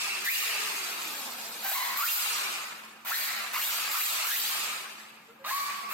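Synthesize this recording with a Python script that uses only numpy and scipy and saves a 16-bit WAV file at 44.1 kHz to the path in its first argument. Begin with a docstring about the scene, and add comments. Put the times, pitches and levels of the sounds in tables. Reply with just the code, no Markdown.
"""A concrete workshop, where an electric model buggy darts about in short bursts of throttle.
Each launch brings a rough, rising squeal, while the motor surges and its switching makes the can sizzle.
Gears rattle through their backlash, body panels ring, the shaft drones on the coast and the tyres scrub;
the drive cracks tight on standing starts and the steering servo hums. The hard room holds on to every
chirp, over a bed of ventilation hum. A gain control ducks the whole mix on the loud bursts."""
import sys
import numpy as np
from scipy import signal
from scipy.fft import rfft, irfft
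from scipy.io import wavfile
from scipy.ndimage import map_coordinates

SR = 44100
rng = np.random.default_rng(int(sys.argv[2]) if len(sys.argv) > 2 else 0)


def master_out(mix):
    """Clip the mix to full scale and print it as 16-bit PCM to the path in sys.argv[1]."""
    frames = np.transpose(np.atleast_2d(mix))
    ceiling = np.clip(frames, -1, 1)
    pcm = np.round(ceiling * 32767).astype(np.int16)
    wavfile.write(sys.argv[1], SR, pcm)


N = 261821
T = np.arange(N) / SR
TOP_HZ = 15850
CRUISE_HZ, CRUISE_M = 3000, 2.2  # switching rate and distance at which the running levels hold

# workshop reverb: (frequency [Hz], time to fall 60 dB [s])
ROOM_DECAY = [(200, .7), (1000, 1.6), (2500, 1.4), (6000, 1.1), (14000, .5)]
# the buggy's path: (time [s], distance [m])
BUGGY_DISTANCE = [(0, 2.75), (.5, 2.43), (1, 1.81), (1.3, 1.72), (1.6, 1.31), (2, 1.66), (2.35, 2.2),
                  (2.62, 2.9), (3, 3.9), (3.4, 2.16), (3.9, 1.82), (4.25, 1.68), (4.68, 2.29), (4.97, 4.7),
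                  (5.35, 4.1), (5.94, 3.2)]
# its bearing: (time [s], lead of the right channel [ms])
BUGGY_BEARING = [(0, .09), (.7, .09), (1.25, -.02), (2.1, -.06), (2.25, -.18), (2.45, -.17), (2.75, -.05),
                 (3.3, -.06), (3.8, 0), (4.7, .09), (5.94, .09)]

# EQ curves: (frequency [Hz], relative level [dB])
VENT_EQ = [(25, -35), (60, -22), (100, -11), (150, -3), (210, 0), (280, -4), (400, -4), (700, -7),
           (1250, -3), (1700, -9), (2600, -14), (5000, -26), (15000, -38)]  # moving air
TYRE_EQ = [(80, -91), (160, -2.5), (300, 2), (450, 5.5), (650, 3), (900, 10), (1600, -33)]  # tyres on concrete
PANEL_EQ = [(850, -19), (1130, -4), (1290, 2), (1450, -7), (1900, -13), (2230, -6), (2470, 0), (2760, -5),
            (3200, -20)]  # ringing body panels
GEAR_EQ = [(1500, -20), (2150, -7), (2500, -2), (3050, -3.5), (3500, -.5), (4000, -.5), (4800, -1),
           (5300, -3.5), (6000, -4.5), (7400, -2.5), (8600, -4), (9400, -7), (11000, -8.5), (13000, -11),
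           (16000, -19)]  # knocking teeth
CHASSIS_EQ = [(400, -21), (660, -7.5), (900, -4.5), (1100, -2), (1280, 0), (1450, -2.5), (1650, -1.5),
              (1950, -3), (2450, -1), (2750, -2.5), (3200, -9), (4500, -14), (6000, -26)]  # shaken plastic chassis
CRACK_EQ = [(600, -11), (1200, 3), (3000, -12), (8000, -14), (15000, 1)]  # gears snapping tight
CAN_EQ = [(10500, -25), (12000, -14), (12600, -4), (13000, 0), (13500, -5), (14200, -14), (15700, -20)]  # ringing motor can
SWITCHING_EQ = [(4000, -26), (6000, -16), (7200, -12), (9000, -12.5), (11000, -11), (12000, -7),
                (12600, -1.5), (13100, 1), (13600, -1.5), (14200, -4.5), (15700, -7)]  # motor hiss under load
RASP_EQ = [(1100, -14), (1550, -2), (2000, 2), (2400, -3), (3050, -11), (3600, -5), (4300, -1), (4900, -4),
           (5500, -9), (7000, -8), (10000, -22)]  # grit in the squeal
SQUEAL_EQ = [(400, -18), (650, -6), (800, 0), (1150, 3), (1500, -.5), (1900, 1), (2250, -2), (2850, 2),
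             (3250, -5), (3750, 0), (4300, 1), (4800, -4), (5600, -6), (9000, -7)]  # resonant peaks of the squeal

# harmonic recipes: (multiple of the pitch, relative level [dB])
SERVO_HARMONICS = [(1, 9), (2, -17), (3, 0)]
SHAFT_HARMONICS = [(1, 0), (2, -1.5), (3, 3), (4, 4.5), (6, 1.5)]
SQUEAL_HARMONICS = [(1, 0), (2, -3), (3, -12), (4, -9), (5, -14), (6, -13), (7, -14), (8, -16)]

# steering servo cues: (middle [s], half length [s], pitch [Hz], level [dB])
SERVO_TURNS = [(5.304, .025, 459.6, -52.5), (5.42, .022, 540, -51.5)]
# drone of the free-rolling drive shaft: (time [s], turning rate [Hz], level [dB])
SHAFT_DRONE = [(0, 425, -46), (.25, 375, -51), (.36, 440, -54), (.48, 435, -42), (.7, 405, -46),
               (.87, 368, -44), (1.05, 305, -48), (1.27, 262, -47), (1.6, 235, -57), (2.25, 480, -54),
               (2.43, 390, -44), (2.7, 280, -68), (4.2, 520, -60), (4.7, 430, -60), (4.97, 375, -58),
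               (5.2, 300, -76), (5.6, 340, -59), (5.94, 400, -54)]
# the drive's slack snapping tight on a standing start: (time [s], level [dB])
SLACK_SNAPS = [(3.0495, -29), (5.448, -43)]
# throttle cues: (opens [s], surges [s], run-down starts [s], starting rate [Hz], top rate [Hz],
# braking [exponent, 1 = free roll], hold past the surge [s], sizzle [dB], rattle [dB], clatter [dB])
THROTTLE_BURSTS = [(-.12, -0.06, 0.055, 2430, 2700, 0.91, 0.042, -54, -28.5, -41),
                   (0.241, 0.304, 0.4, 1758, 2850, 1.1, 0.012, -17, -19.5, -34),
                   (1.63, 1.745, 1.67, 933, 1046, 1.07, 0.0043, -22, -30, -38),
                   (1.959, 2.075, 2.25, 1058, 3762, 1.6, 0.055, -16, -21.5, -32.5),
                   (3.047, 3.119, 2.98, 754, 2333, 1.16, 0.084, -25.5, -30.5, -35.5),
                   (3.523, 3.611, 3.67, 1070, 3590, 0.75, 0.036, -22, -27, -34.5),
                   (3.9, 4.003, 3.93, 1206, 3953, .7, 0.021, -19, -21.5, -32),
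                   (4.224, 4.362, 4.37, 1699, 3880, 1.94, 0.021, -20, -24.5, -39),
                   (5.451, 5.48, 5.95, 689.3, 1135, 0.14, 0.064, -30, -33.5, -41),
                   (5.884, 5.945, 5.2, 1092, 1772, 0.99, 0.043, -30.5, -37, -41)]
# the squeal, one curve per launch:
# (time [s], pitch [Hz], level [dB], overtone lift [dB], judder [share of pitch])
LAUNCH_SQUEALS = [
    [(0, 2637, -28.5, 5, 0.032), (.12, 2645, -29.5, -7, 0.037), (.2, 2540, -51, -10, 0.038)],
    [(.25, 2050, -34, -6, 0.027), (.275, 1734, -22, -8, 0.096), (.31, 2421, -15.5, -24, 0.022),
     (.35, 2799, -25, -12, .04), (.5, 2734, -31.5, 3, 0.074), (.7, 2600, -46, 1, .07)],
    [(1.61, 680, -45, 6, .06), (1.67, 790, -26, -2, .04), (1.72, 770, -28, 2, .045),
     (1.75, 1060, -30.5, 6, .06), (1.83, 1060, -30.5, 4, .08), (1.93, 1050, -35.5, 1, .08)],
    [(1.95, 1060, -36, -1, .1), (2.005, 1090, -19.5, -9, .1), (2.052, 1520, -22, -8, .05),
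     (2.068, 2150, -24, -8, .04), (2.09, 2800, -16.5, -14, .025), (2.103, 3650, -22, -12, .025),
     (2.135, 3800, -35, -10, .04)],
    [(3.048, 600, -52.5, 10.5, .13), (3.1, 899, -31.5, 4.5, .13), (3.118, 1391, -24.5, -9, .13),
     (3.14, 1875, -25, 2, 0.055), (3.175, 2308, -33.5, 3, .08), (3.28, 2250, -34.5, 4, 0.078),
     (3.38, 2097, -42, 2, .078)],
    [(3.53, 800, -41, -1, .14), (3.555, 1100, -32, 6.5, .16), (3.585, 1302, -27.5, 1, 0.073),
     (3.605, 2296, -30, -4, .05), (3.625, 3334, -28, 5, 0.039), (3.68, 3722, -33, -8, .07)],
    [(3.92, 1203, -41, -3, 0.056), (3.957, 1363, -20, -7, .12), (3.99, 1377, -26, -2, .1),
     (4.02, 3002, -28, -10, .05), (4.06, 3700, -45, -8, .05)],
    [(4.16, 1217, -40, 12, .13), (4.235, 1253, -34, 6, .12), (4.29, 1627, -27.5, 3, 0.054),
     (4.35, 1848, -25.5, 1, .055), (4.37, 3300, -27, -13, .06), (4.44, 3700, -39, -12, .07)],
    [(5.44, 500, -43, 8, .07), (5.47, 660, -37, 9, .06), (5.495, 880, -32.5, 6, .06),
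     (5.52, 1107, -27, -3, .03), (5.58, 1138, -22, -7, .012), (5.625, 1135, -32, 0, .028),
     (5.72, 1135, -37, -2, .025), (5.82, 1133, -54, -4, .025)],
    [(5.88, 1100, -55, -5, .06), (5.915, 1269, -34.5, -3, 0.11), (5.94, 1490, -33, -6, .088)],
]


def undb(db):
    """Decibels to gain."""
    return 10 ** (np.asarray(db) / 20)


def together_db(a, b):
    """Level of two unrelated gains sounding at once."""
    return 20 * np.log10(np.hypot(a, b))


def unit(x):
    """Scale to rms 1."""
    return x / np.sqrt(np.mean(x ** 2))


def curves(table):
    """A table's columns as automation: straight lines in time."""
    times, *columns = np.transpose(table)
    return [np.interp(T, times, column) for column in columns]


def colour(x, eq, size=2 ** 19):
    """Shape with an EQ curve, rolling off past its ends; rms 1."""
    hz, db = np.transpose(eq)
    f = np.maximum(np.fft.rfftfreq(size, 1 / SR), 1)
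    skirt = np.minimum(f / hz[0], 1) ** 2 * np.minimum(hz[-1] / f, 1) ** 2
    gain = skirt * undb(np.interp(np.log(f), np.log(hz), db))
    return unit(irfft(rfft(x, size) * gain)[..., :N])


def wander(rate):
    """Smooth random modulation, changing about rate times a second; rms 1."""
    knots = rng.standard_normal(N // 8)
    return unit(map_coordinates(knots, [T * rate], order=2, mode="wrap"))


def lag(x, seconds):
    """Follow x with a time constant."""
    keep = np.exp(-1 / (seconds * SR))
    return signal.lfilter([1 - keep], [1, -keep], x, zi=[keep * x[0]])[0]


def partials(hz, harmonics, flutter_db):
    """Harmonics of a pitch, each wavering in strength; rms 1."""
    phase = 2 * np.pi * np.cumsum(hz) / SR
    tone = 0
    for k, db in harmonics:
        tone += undb(db + flutter_db * wander(70)) * np.sin(round(k) * phase) * (k * hz < TOP_HZ)
    return unit(tone)


def pan(x):
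    """The direct sound reaches left and right a moment apart."""
    lead = curves(BUGGY_BEARING)[0] * SR / 1000
    return np.array([map_coordinates(x, [np.arange(N) + side * lead / 2], order=3) for side in (-1, 1)])


def scatter(x, early_s, drift_hz=2.4):
    """Quick reflections give a steadily shifting, shimmering colour."""
    echoes = 0
    for k in range(12):
        fade = np.cos(2 * np.pi * (k // 2 + 1) ** .8 * drift_hz * T + k * np.pi / 2)
        response = rng.standard_normal((2, SR // 16)) * np.exp(-T[:SR // 16] / early_s)
        echoes += signal.oaconvolve(x * fade, response, axes=1)[:, :N]
    return unit(echoes)


def knocks(rate, spread_db, direct_db, early_s=.0092):
    """Tiny knocks of uneven size, rate a second, heard directly and scattered."""
    hits = (rng.random(N) < rate / SR) * rng.standard_normal(N)
    direct = pan(unit(hits * undb(spread_db * rng.exponential(size=N))))
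    return unit(undb(direct_db) * direct + scatter(direct, early_s))


def load(levels_db, attack_s, hold_s, release_db_per_s):
    """Gain of a part under load: swells as the throttle opens, holds past the surge and dies away."""
    power = 0
    holds = np.broadcast_to(hold_s, len(THROTTLE_BURSTS))
    for (opens, surges, *_), db, hold in zip(THROTTLE_BURSTS, levels_db, holds):
        swell = 1 - np.exp(-np.maximum(T - opens, 0) / attack_s)
        fall_db = release_db_per_s * np.maximum(T - surges - hold, 0)
        power += (swell * undb(db - fall_db)) ** 2
    return np.sqrt(power)


def running(hz, db, db_per_octave, nearness, linger_s):
    """Gain of a part that grows with speed and nearness, and lingers in the room."""
    proximity = (CRUISE_M / curves(BUGGY_DISTANCE)[0]) ** nearness
    gain = undb(db + db_per_octave * np.log2(hz / CRUISE_HZ)) * proximity
    return np.sqrt(lag(gain ** 2, linger_s))


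def ventilation(air_db=-62, hum_hz=217.7, hum_db=-65.5):
    """The bed: soft air noise with a wavering fan tone, its bass centred."""
    air = colour(rng.standard_normal(N), VENT_EQ)
    side = colour(rng.standard_normal(N), VENT_EQ)
    side = signal.sosfilt(signal.butter(1, 500, "high", fs=SR, output="sos"), side)
    phase = 2 * np.pi * np.cumsum(hum_hz + 3 * wander(27)) / SR
    hum = np.sqrt(2) * np.sin(phase) * undb(hum_db + 2 * wander(14))
    return undb(air_db) * (air + np.array([[.8], [-.8]]) * side) + hum


def workshop(x, early_db=-4, tail_db=-4, early_s=.018):
    """Direct sound, near reflections and a long tail; two echo patterns crossfade to suggest movement."""
    hz, t60 = np.transpose(ROOM_DECAY)
    mix = pan(x)
    for fade in (np.cos(2 * np.pi * T), np.sin(2 * np.pi * T)):
        f, times, noise = signal.stft(rng.standard_normal((2, SR)), SR, nperseg=256)
        decay_s = np.interp(np.log(f + 1), np.log(hz), t60)
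        tail = signal.istft(noise * np.exp(-np.log(1000) * times / decay_s[:, None]), SR)[1][:, :SR]
        early = rng.standard_normal((2, SR)) * np.exp(-T[:SR] / early_s)
        response = (undb(early_db) * unit(early) + undb(tail_db) * unit(tail)) / np.sqrt(SR)
        mix += signal.oaconvolve((x * fade)[None], response, axes=1)[:, :N]
    return mix / np.sqrt(1 + undb(early_db) ** 2 + undb(tail_db) ** 2)


def servo(rise_hz_per_s=350):
    """The steering servo gives a short rising hum at each turn."""
    hum = 0
    for middle, half, hz, db in SERVO_TURNS:
        glide = rise_hz_per_s * np.clip(T - middle, -2 * half, 2 * half)
        pitch = (hz + glide) * (1 + .0109 * wander(83))
        swell = undb(db) * np.exp(-((T - middle) / half) ** 2)
        hum += partials(pitch, SERVO_HARMONICS, flutter_db=1.18) * swell
    return hum


def tyres(hz):
    """The tyres scrub the concrete with a low, grainy rush."""
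    scrub = colour(knocks(2500, spread_db=2, direct_db=9, early_s=.02), TYRE_EQ)
    return scrub * running(hz, db=-52.5, db_per_octave=4, nearness=1.13, linger_s=.015)


def shaft(wobble=.075):
    """The free-running drive shaft drones unevenly, lower as the buggy slows."""
    hz, db = curves(SHAFT_DRONE)
    return partials(hz * (1 + wobble * wander(170)), SHAFT_HARMONICS, flutter_db=3.5) * undb(db)


def panels(pace):
    """Rolling shakes the body panels, which ring near 1.3 and 2.5 kHz."""
    ring = colour(knocks(4000, spread_db=-.5, direct_db=-10, early_s=.011), PANEL_EQ)
    return ring * running(pace, db=-39, db_per_octave=11.5, nearness=.94, linger_s=.049)


def snaps(decay_s=.003):
    """A short, bright plastic crack as the gears take up their slack."""
    gain = sum(undb(db) * (T >= s) * np.exp(-np.maximum(T - s, 0) / decay_s) for s, db in SLACK_SNAPS)
    return colour(rng.standard_normal(N), CRACK_EQ) * gain


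def gears(hz, pace, runout=.026):
    """Teeth knock through their backlash, harder once a turn of the spur gear, and shake the chassis."""
    *_, holds, _, rattles, clatters = np.transpose(THROTTLE_BURSTS)
    rattle_db = together_db(load(rattles, attack_s=.091, hold_s=holds, release_db_per_s=45),
                            running(pace, db=-32.5, db_per_octave=14, nearness=2.62, linger_s=.023))
    clatter_db = together_db(load(clatters, attack_s=.018, hold_s=.3, release_db_per_s=66),
                             running(pace, db=-38, db_per_octave=10.5, nearness=.94, linger_s=.092))
    spur_hz = hz / 6 / 1.2  # six switching steps a shaft turn, then geared down
    spur = 1 + runout * np.sin(2 * np.pi * np.cumsum(spur_hz) / SR)
    rattle = colour(spur * knocks(9000, spread_db=-2, direct_db=-53), GEAR_EQ)
    rattle *= undb(rattle_db + .67 * wander(32))
    clatter = colour(spur * knocks(3500, spread_db=.5, direct_db=-8.5), CHASSIS_EQ)
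    clatter *= undb(clatter_db + .27 * wander(30))
    return rattle + clatter


def throttle(surge_s=.03):
    """Switching rate in Hz: the motor labours, surges to top speed, then runs down to the next burst."""
    hz = np.zeros(N)
    for burst, following in zip(THROTTLE_BURSTS, list(THROTTLE_BURSTS[1:]) + [None]):
        opens, surges, closes, start, top, braking = burst[:6]
        speed = start + (top - start) * (1 + np.tanh((T - surges) / surge_s)) / 2
        if following is not None:
            next_opens, _, _, next_start = following[:4]
            run_down = np.interp(T, [closes, next_opens], [1, 0]) ** braking
            speed = next_start + (speed - next_start) * run_down
        hz = np.where(T >= opens, speed, hz)
    return hz


def motor_sizzle(hz, jolt_share=.25):
    """Each switching step jolts the motor can, ringing near 13 kHz; under load it spits a broader hiss."""
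    *_, holds, sizzles, _, _ = np.transpose(THROTTLE_BURSTS)
    loaded = load(sizzles, attack_s=.079, hold_s=holds, release_db_per_s=110)
    rolling = running(hz, db=-42.5, db_per_octave=7, nearness=2.34, linger_s=.018)
    step = np.cumsum(hz) / SR % 1
    jolts = np.exp(-step / jolt_share) * knocks(16000, spread_db=2, direct_db=-4.5)
    hiss = colour(jolts, SWITCHING_EQ) * loaded
    ring = colour(jolts, CAN_EQ) * rolling
    return (hiss + ring) * undb(.5 * wander(39))


def launch_squeal(shadow_db=-10, rasp_db=-10, throb=.35, stutter_db=2.2, full_judder=.05):
    """The lead voice: a rough, rising squeal at each launch, cleaner where its pitch judders less."""
    hz, db, lift_db, judder = curves(np.vstack(LAUNCH_SQUEALS))
    sounding = sum((T >= launch[0][0]) & (T <= launch[-1][0]) for launch in LAUNCH_SQUEALS)
    gate = lag(1. * sounding, seconds=.004)
    rough = np.minimum(judder / full_judder, 1)
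    hz = hz * (1 + judder * (.8 * wander(220) + .6 * wander(650)))
    harmonics = [(k, level + lift_db * (k > 1)) for k, level in SQUEAL_HARMONICS]
    tone = partials(hz, harmonics, flutter_db=2.5 * rough) * (1 + throb * rough * wander(700))
    # a second tone shadows the squeal from just below
    shadow = partials(hz * .88 * (1 + .04 * wander(300)), [(1, 0)], flutter_db=3.3)
    shadow *= undb(shadow_db) * np.minimum(hz / 2000, 1.4) ** 2
    grit = rng.standard_normal(N) * np.exp(-(np.cumsum(hz) / SR % 1) / .3)  # one puff a cycle
    rasp = colour(grit, RASP_EQ) * undb(rasp_db + lift_db / 2)
    voice = colour(tone + rough * shadow, SQUEAL_EQ) + rasp
    return voice * undb(db + stutter_db * rough * wander(110)) * gate


def scene():
    """The buggy's tones in the workshop reverb, with its rattles and hiss, over the ventilation."""
    hz = throttle()
    pace = lag(hz, seconds=.046)  # the heavy drive train follows the motor a little late
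    textures = motor_sizzle(hz) + tyres(hz)
    tones = workshop(launch_squeal() + snaps() + shaft() + servo())
    return tones + textures + gears(hz, pace) + panels(pace) + ventilation()


def record(dry):
    """A fast gain control ducks everything while the sound is loud; a steep low-pass cuts the top."""
    threshold_db, ratio = -31, 5
    level = np.sqrt(lag(np.mean(dry ** 2, axis=0), seconds=.0046))
    ducked = dry / (1 + (level / undb(threshold_db)) ** 4) ** ((1 - 1 / ratio) / 4)
    return signal.sosfilt(signal.ellip(12, .1, 80, TOP_HZ, fs=SR, output="sos"), ducked)


dry = scene()
out = record(dry)
master_out(out)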